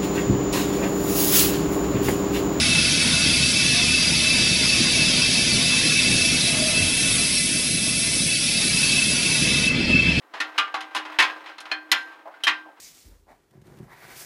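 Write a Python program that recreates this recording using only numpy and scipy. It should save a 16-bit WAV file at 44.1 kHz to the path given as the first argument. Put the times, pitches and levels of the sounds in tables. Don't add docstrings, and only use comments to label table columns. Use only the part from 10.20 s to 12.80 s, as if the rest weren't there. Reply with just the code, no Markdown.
import sys
import numpy as np
from scipy import signal
from scipy.io import wavfile

SR = 44100
rng = np.random.default_rng(int(sys.argv[2]) if len(sys.argv) > 2 else 0)


def generate_wav(signal):
    frames = np.transpose(np.atleast_2d(signal))
    scaled = np.clip(frames, -1, 1) * 32767
    pcm = np.round(scaled).astype(np.int16)
    wavfile.write(sys.argv[1], SR, pcm)


N = 114660
TIME_S = np.arange(N) / SR
EDGES_HZ = np.geomspace(25, 17000, 29)
CENTRES_HZ = np.sqrt(EDGES_HZ[1:] * EDGES_HZ[:-1])
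BASS_HZ, BODY_HZ, TREBLE_HZ = 650, 2490, 9000

# f/Hz, relative density/dB
HISS_SPECTRUM = [(30, -33), (150, -33), (450, -5), (1000, -2.5), (2000, -19), (5000, -27.5), (16000, -32)]
# t/s, level/dB
RUB_LEVELS = [(0, -51), (.11, -63), (.16, -44), (.5, -48.5), (.7, -48.5), (.92, -43), (1.2, -42),
              (1.25, -47.5), (1.3, -43), (1.37, -61), (1.44, -52), (1.5, -41), (1.58, -55), (1.97, -47.5),
              (2.04, -61), (2.17, -49.5), (2.23, -56), (2.6, -57)]
# f/Hz, relative density/dB
RUB_SPECTRUM = [(60, -60), (200, -35), (420, -8), (950, 2), (1700, -2.5), (3500, -12), (7000, -31),
                (15000, -38.5)]
# f/Hz, relative level/dB, t60/s
CAN_MODES = [(311, -23, .68), (774, -22, .27), (1015, -22, .36), (1124, -21.5, .4), (1398, -19, .3),
             (1575, -15, .48), (1731, -16, .28), (1794, -17, .24), (1900, -19, .25), (2064, -13, .17),
             (2490, -14.5, .17), (2630, -14, .12), (2987, -15, .12), (3257, -17, .14)]
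# (f/Hz, level/dB re knock)
KNOCKS = [(.137, -35.5, 11.5, -8, .37), (.202, -22, -.5, 2, .14, (1405, -7), (1798, -4), (2643, -6),
          (4112, -6)), (.379, -17, -9, -1, .088, (2465, -3), (2890, -1)),
          (.383, -20.5, 2.5, -4, .18, (1195, 2), (1394, 1.5)), (.476, -37.5, 10, -26, .062),
          (.541, -26.3, 10, -5, .19, (775, -3), (1125, 3)), (.606, -33.5, -5, 4, .15, (2010, -3)),
          (.748, -27.5, 10, 7, .2, (1017, 1)), (.764, -27, 1, 0, .12, (2890, -.5)),
          (.851, -37.5, 13.5, -5, .17), (.897, -46.5, 18, 1, .058), (.987, -12, -.5, 0, .13, (1991, -2.5),
          (2621, -3), (3133, -4)), (.999, -19, -2, 4, .16, (1808, 2), (2250, 2.5)),
          (1.022, -21.5, -.5, -1, .19, (1034, -1), (1600, 0)), (1.099, -33, 3, -11, .06, (1620, 3)),
          (1.259, -38.5, 2.5, -10.5, .4), (1.382, -34.5, 2, -1, .07, (4200, -5)), (1.403, -43, 5, 19, .1),
          (1.454, -39, 8, -3, .12), (1.5145, -22, 4, -4, .1, (1728, 2), (2470, 0), (3133, -3.5),
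          (4247, -1)), (1.7155, -12.3, -8, 11.5, .078, (1991, -2.5), (4091, -6.5), (5071, -12), (6950, -10),
          (11650, -13)), (1.724, -21.5, 3.5, -7, .19, (1765, 1), (2998, 1)),
          (2.139, -54, 12, -20, .15, (1443, 9)), (2.268, -13.5, -7, -5, .13, (1130, -9.5), (1792, -2)),
          (2.277, -15.5, -3, -8, .13, (2007, -5), (3256, -4))]
# f/Hz, relative density/dB
CLATTER_SPECTRUM = [(30, -62), (140, -64.5), (230, -27.5), (310, -10.5), (420, -17.5), (600, -14.5),
                    (950, -2), (2000, -1.5), (3200, -0.5), (5500, -11), (8000, -25.5), (11000, -17.5),
                    (13500, -59), (16000, -45)]
# f/Hz, relative density/dB
THUMP_SPECTRUM = [(30, 0.5), (100, -13), (200, 0), (500, -26), (2000, -50)]
# t/s, level/dB
PUSHES = [(2.054, -35.5), (2.073, -37.5), (2.458, -45), (2.483, -43.5)]
# f/Hz, relative density/dB
PUSH_SPECTRUM = [(150, -55), (300, -40), (450, -21), (620, 3), (950, -1.5), (1200, -11), (2500, -26.5),
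                 (6000, -48.5)]
# t/s, level/dB
CATCH_HITS = [(2.2362, -16.5), (2.242, -30)]
# f/Hz, level/dB re hit, t60/s
CATCH_MODES = [(2987, -8, .1), (3170, -1, .11), (3980, -8, .044), (5750, -14, .06), (9740, -14, .022)]
# f/Hz, relative density/dB
SNAP_SPECTRUM = [(100, -44), (700, -3.5), (2000, -2), (3100, 4), (5000, -4), (8000, -19), (10000, -11),
                 (15000, -31)]
# f/Hz, t60/s
ROOM_T60 = [(100, .4), (300, .7), (600, 0.62), (1500, 0.22), (4000, 0.27), (12000, 0.39)]


def from_db(db):
    return 10 ** (np.asarray(db) / 20)


def at_hz(points, hz):
    points_hz, values = np.transpose(points)
    return np.interp(np.log(hz), np.log(points_hz), values)


def noise_bands():
    white = rng.standard_normal((2, N))
    filters = [signal.butter(2, EDGES_HZ[k:k + 2], "band", fs=SR, output="sos")
               for k in range(len(CENTRES_HZ))]
    bands = np.array([signal.sosfilt(sos, white[k % 2]) for k, sos in enumerate(filters)])
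    return bands / bands.std(axis=1, keepdims=True)


def band_gains(spectrum):
    gains = from_db(at_hz(spectrum, CENTRES_HZ)) * np.sqrt(np.diff(EDGES_HZ))
    return gains / np.linalg.norm(gains)


def noise(spectrum):
    return band_gains(spectrum) @ noise_bands()


def decay(t60_s, size=SR // 2, attack_s=.0011):
    t = TIME_S[:size]
    return (1 - np.exp(-t / attack_s)) * np.exp(-np.log(1000) * t / np.asarray(t60_s)[..., None])


def ring(hz, t60_s):
    return decay(t60_s, size=SR) * np.sin(2 * np.pi * (hz * TIME_S[:SR] + rng.random()))


def add(out, start_s, sound):
    start = int(start_s * SR)
    out[..., start:start + sound.shape[-1]] += sound[..., :N - start]


def tilt_db(hz, bass_db, treble_db):
    return at_hz([(100, 0), (BASS_HZ, bass_db), (BODY_HZ, 0), (TREBLE_HZ, treble_db)], hz)


def radiate(x, corner_hz=170):
    return signal.sosfilt(signal.butter(2, corner_hz, "high", fs=SR, output="sos"), x)


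def background(hiss_db=-59.5, hum_db=-62):
    drive = rng.standard_normal(N + SR)
    hum = radiate(signal.fftconvolve(drive, ring(hz=314, t60_s=.16))[SR:SR + N])
    return from_db(hiss_db) * noise(HISS_SPECTRUM) + from_db(hum_db) * hum / hum.std()


def rubbing(slips_per_s=180, spread_db=3.5, ring_db=-9):
    onsets = rng.random(N) < slips_per_s / SR
    slips = onsets * from_db(spread_db * np.minimum(rng.exponential(1, N), 3))
    power = np.maximum(signal.fftconvolve(slips ** 2, decay(t60_s=.18) ** 2)[:N], 0)
    modes = sum(from_db(db + at_hz(RUB_SPECTRUM, hz)) * ring(hz, t60_s) for hz, db, t60_s in CAN_MODES)
    ringing = signal.fftconvolve(slips, modes)[:N]
    scrape = np.sqrt(power / power.mean()) * noise(RUB_SPECTRUM)
    level = from_db(np.interp(TIME_S, *np.transpose(RUB_LEVELS)))
    return radiate(level * (scrape + from_db(ring_db) * ringing / ringing.std()))


def knocks(clatter_db=.4):
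    envelopes, tones = np.zeros((len(CENTRES_HZ), N)), np.zeros(N)
    t60_scale = np.minimum((CENTRES_HZ / BODY_HZ) ** -.36, 1.15)
    for start_s, db, bass_db, treble_db, t60_s, *struck in KNOCKS:
        band_db = db + clatter_db + tilt_db(CENTRES_HZ, bass_db, treble_db)
        gains = band_gains(CLATTER_SPECTRUM) * from_db(band_db)
        for hz, mode_db in struck:
            gains *= cluster_gains(hz)
            add(tones, start_s, from_db(db + mode_db) * struck_mode(hz))
        for hz, mode_db, mode_t60_s in CAN_MODES:
            gain = from_db(db + mode_db + tilt_db(hz, bass_db, treble_db))
            add(tones, start_s, gain * ring(hz, mode_t60_s))
        add(envelopes, start_s, gains[:, None] * decay(t60_s * t60_scale))
    clatter = (envelopes * noise_bands()).sum(0)
    return radiate(clatter + tones)


def cluster_gains(hz, lift_db=1.5, width_oct=.15):
    return from_db(lift_db * np.exp(-(np.log2(CENTRES_HZ / hz) / width_oct) ** 2))


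def struck_mode(hz, twin_detune=.012, twin_db=-7):
    t60_s = .12 * (hz / BODY_HZ) ** -.55
    return ring(hz, t60_s) + from_db(twin_db) * ring(hz * (1 + twin_detune), t60_s)


def seating(start_s=.986, level_db=-38):
    envelope = np.zeros(N)
    add(envelope, start_s, from_db(level_db) * decay(t60_s=.033))
    return envelope * noise(THUMP_SPECTRUM)


def finger_pushes():
    envelope = np.zeros(N)
    for start_s, db in PUSHES:
        add(envelope, start_s, from_db(db) * decay(t60_s=.14))
    return radiate(envelope * noise(PUSH_SPECTRUM))


def spring_catch(snap_db=-3.5):
    snap_envelope, ping = np.zeros(N), np.zeros(N)
    for start_s, db in CATCH_HITS:
        add(snap_envelope, start_s, from_db(db + snap_db) * decay(t60_s=.068))
        for hz, mode_db, t60_s in CATCH_MODES:
            add(ping, start_s, from_db(db + mode_db) * ring(hz, t60_s))
    return ping + snap_envelope * noise(SNAP_SPECTRUM)


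def kitchen(x, level_db=-8.5, treble_db=-13, delay_s=.0061):
    tails = noise_bands()[:, -SR:] * decay(at_hz(ROOM_T60, CENTRES_HZ), size=SR)
    tails /= np.linalg.norm(tails, axis=1, keepdims=True)
    gains = np.sqrt(2 * np.diff(EDGES_HZ) / SR) * from_db(level_db + tilt_db(CENTRES_HZ, 0, treble_db))
    reflections = np.zeros(N)
    add(reflections, delay_s, signal.fftconvolve(x, gains @ tails))
    return reflections


def scene():
    stove = knocks() + spring_catch() + seating() + finger_pushes() + rubbing()
    return (stove + kitchen(stove) + background())[None]


def record(dry):
    ceiling, cutoff_hz = 1.1, 16100
    lowpass = signal.ellip(10, .1, 80, cutoff_hz, fs=SR, output="sos")
    return signal.sosfilt(lowpass, ceiling * np.tanh(dry / ceiling))


dry = scene()
out = record(dry)
generate_wav(out)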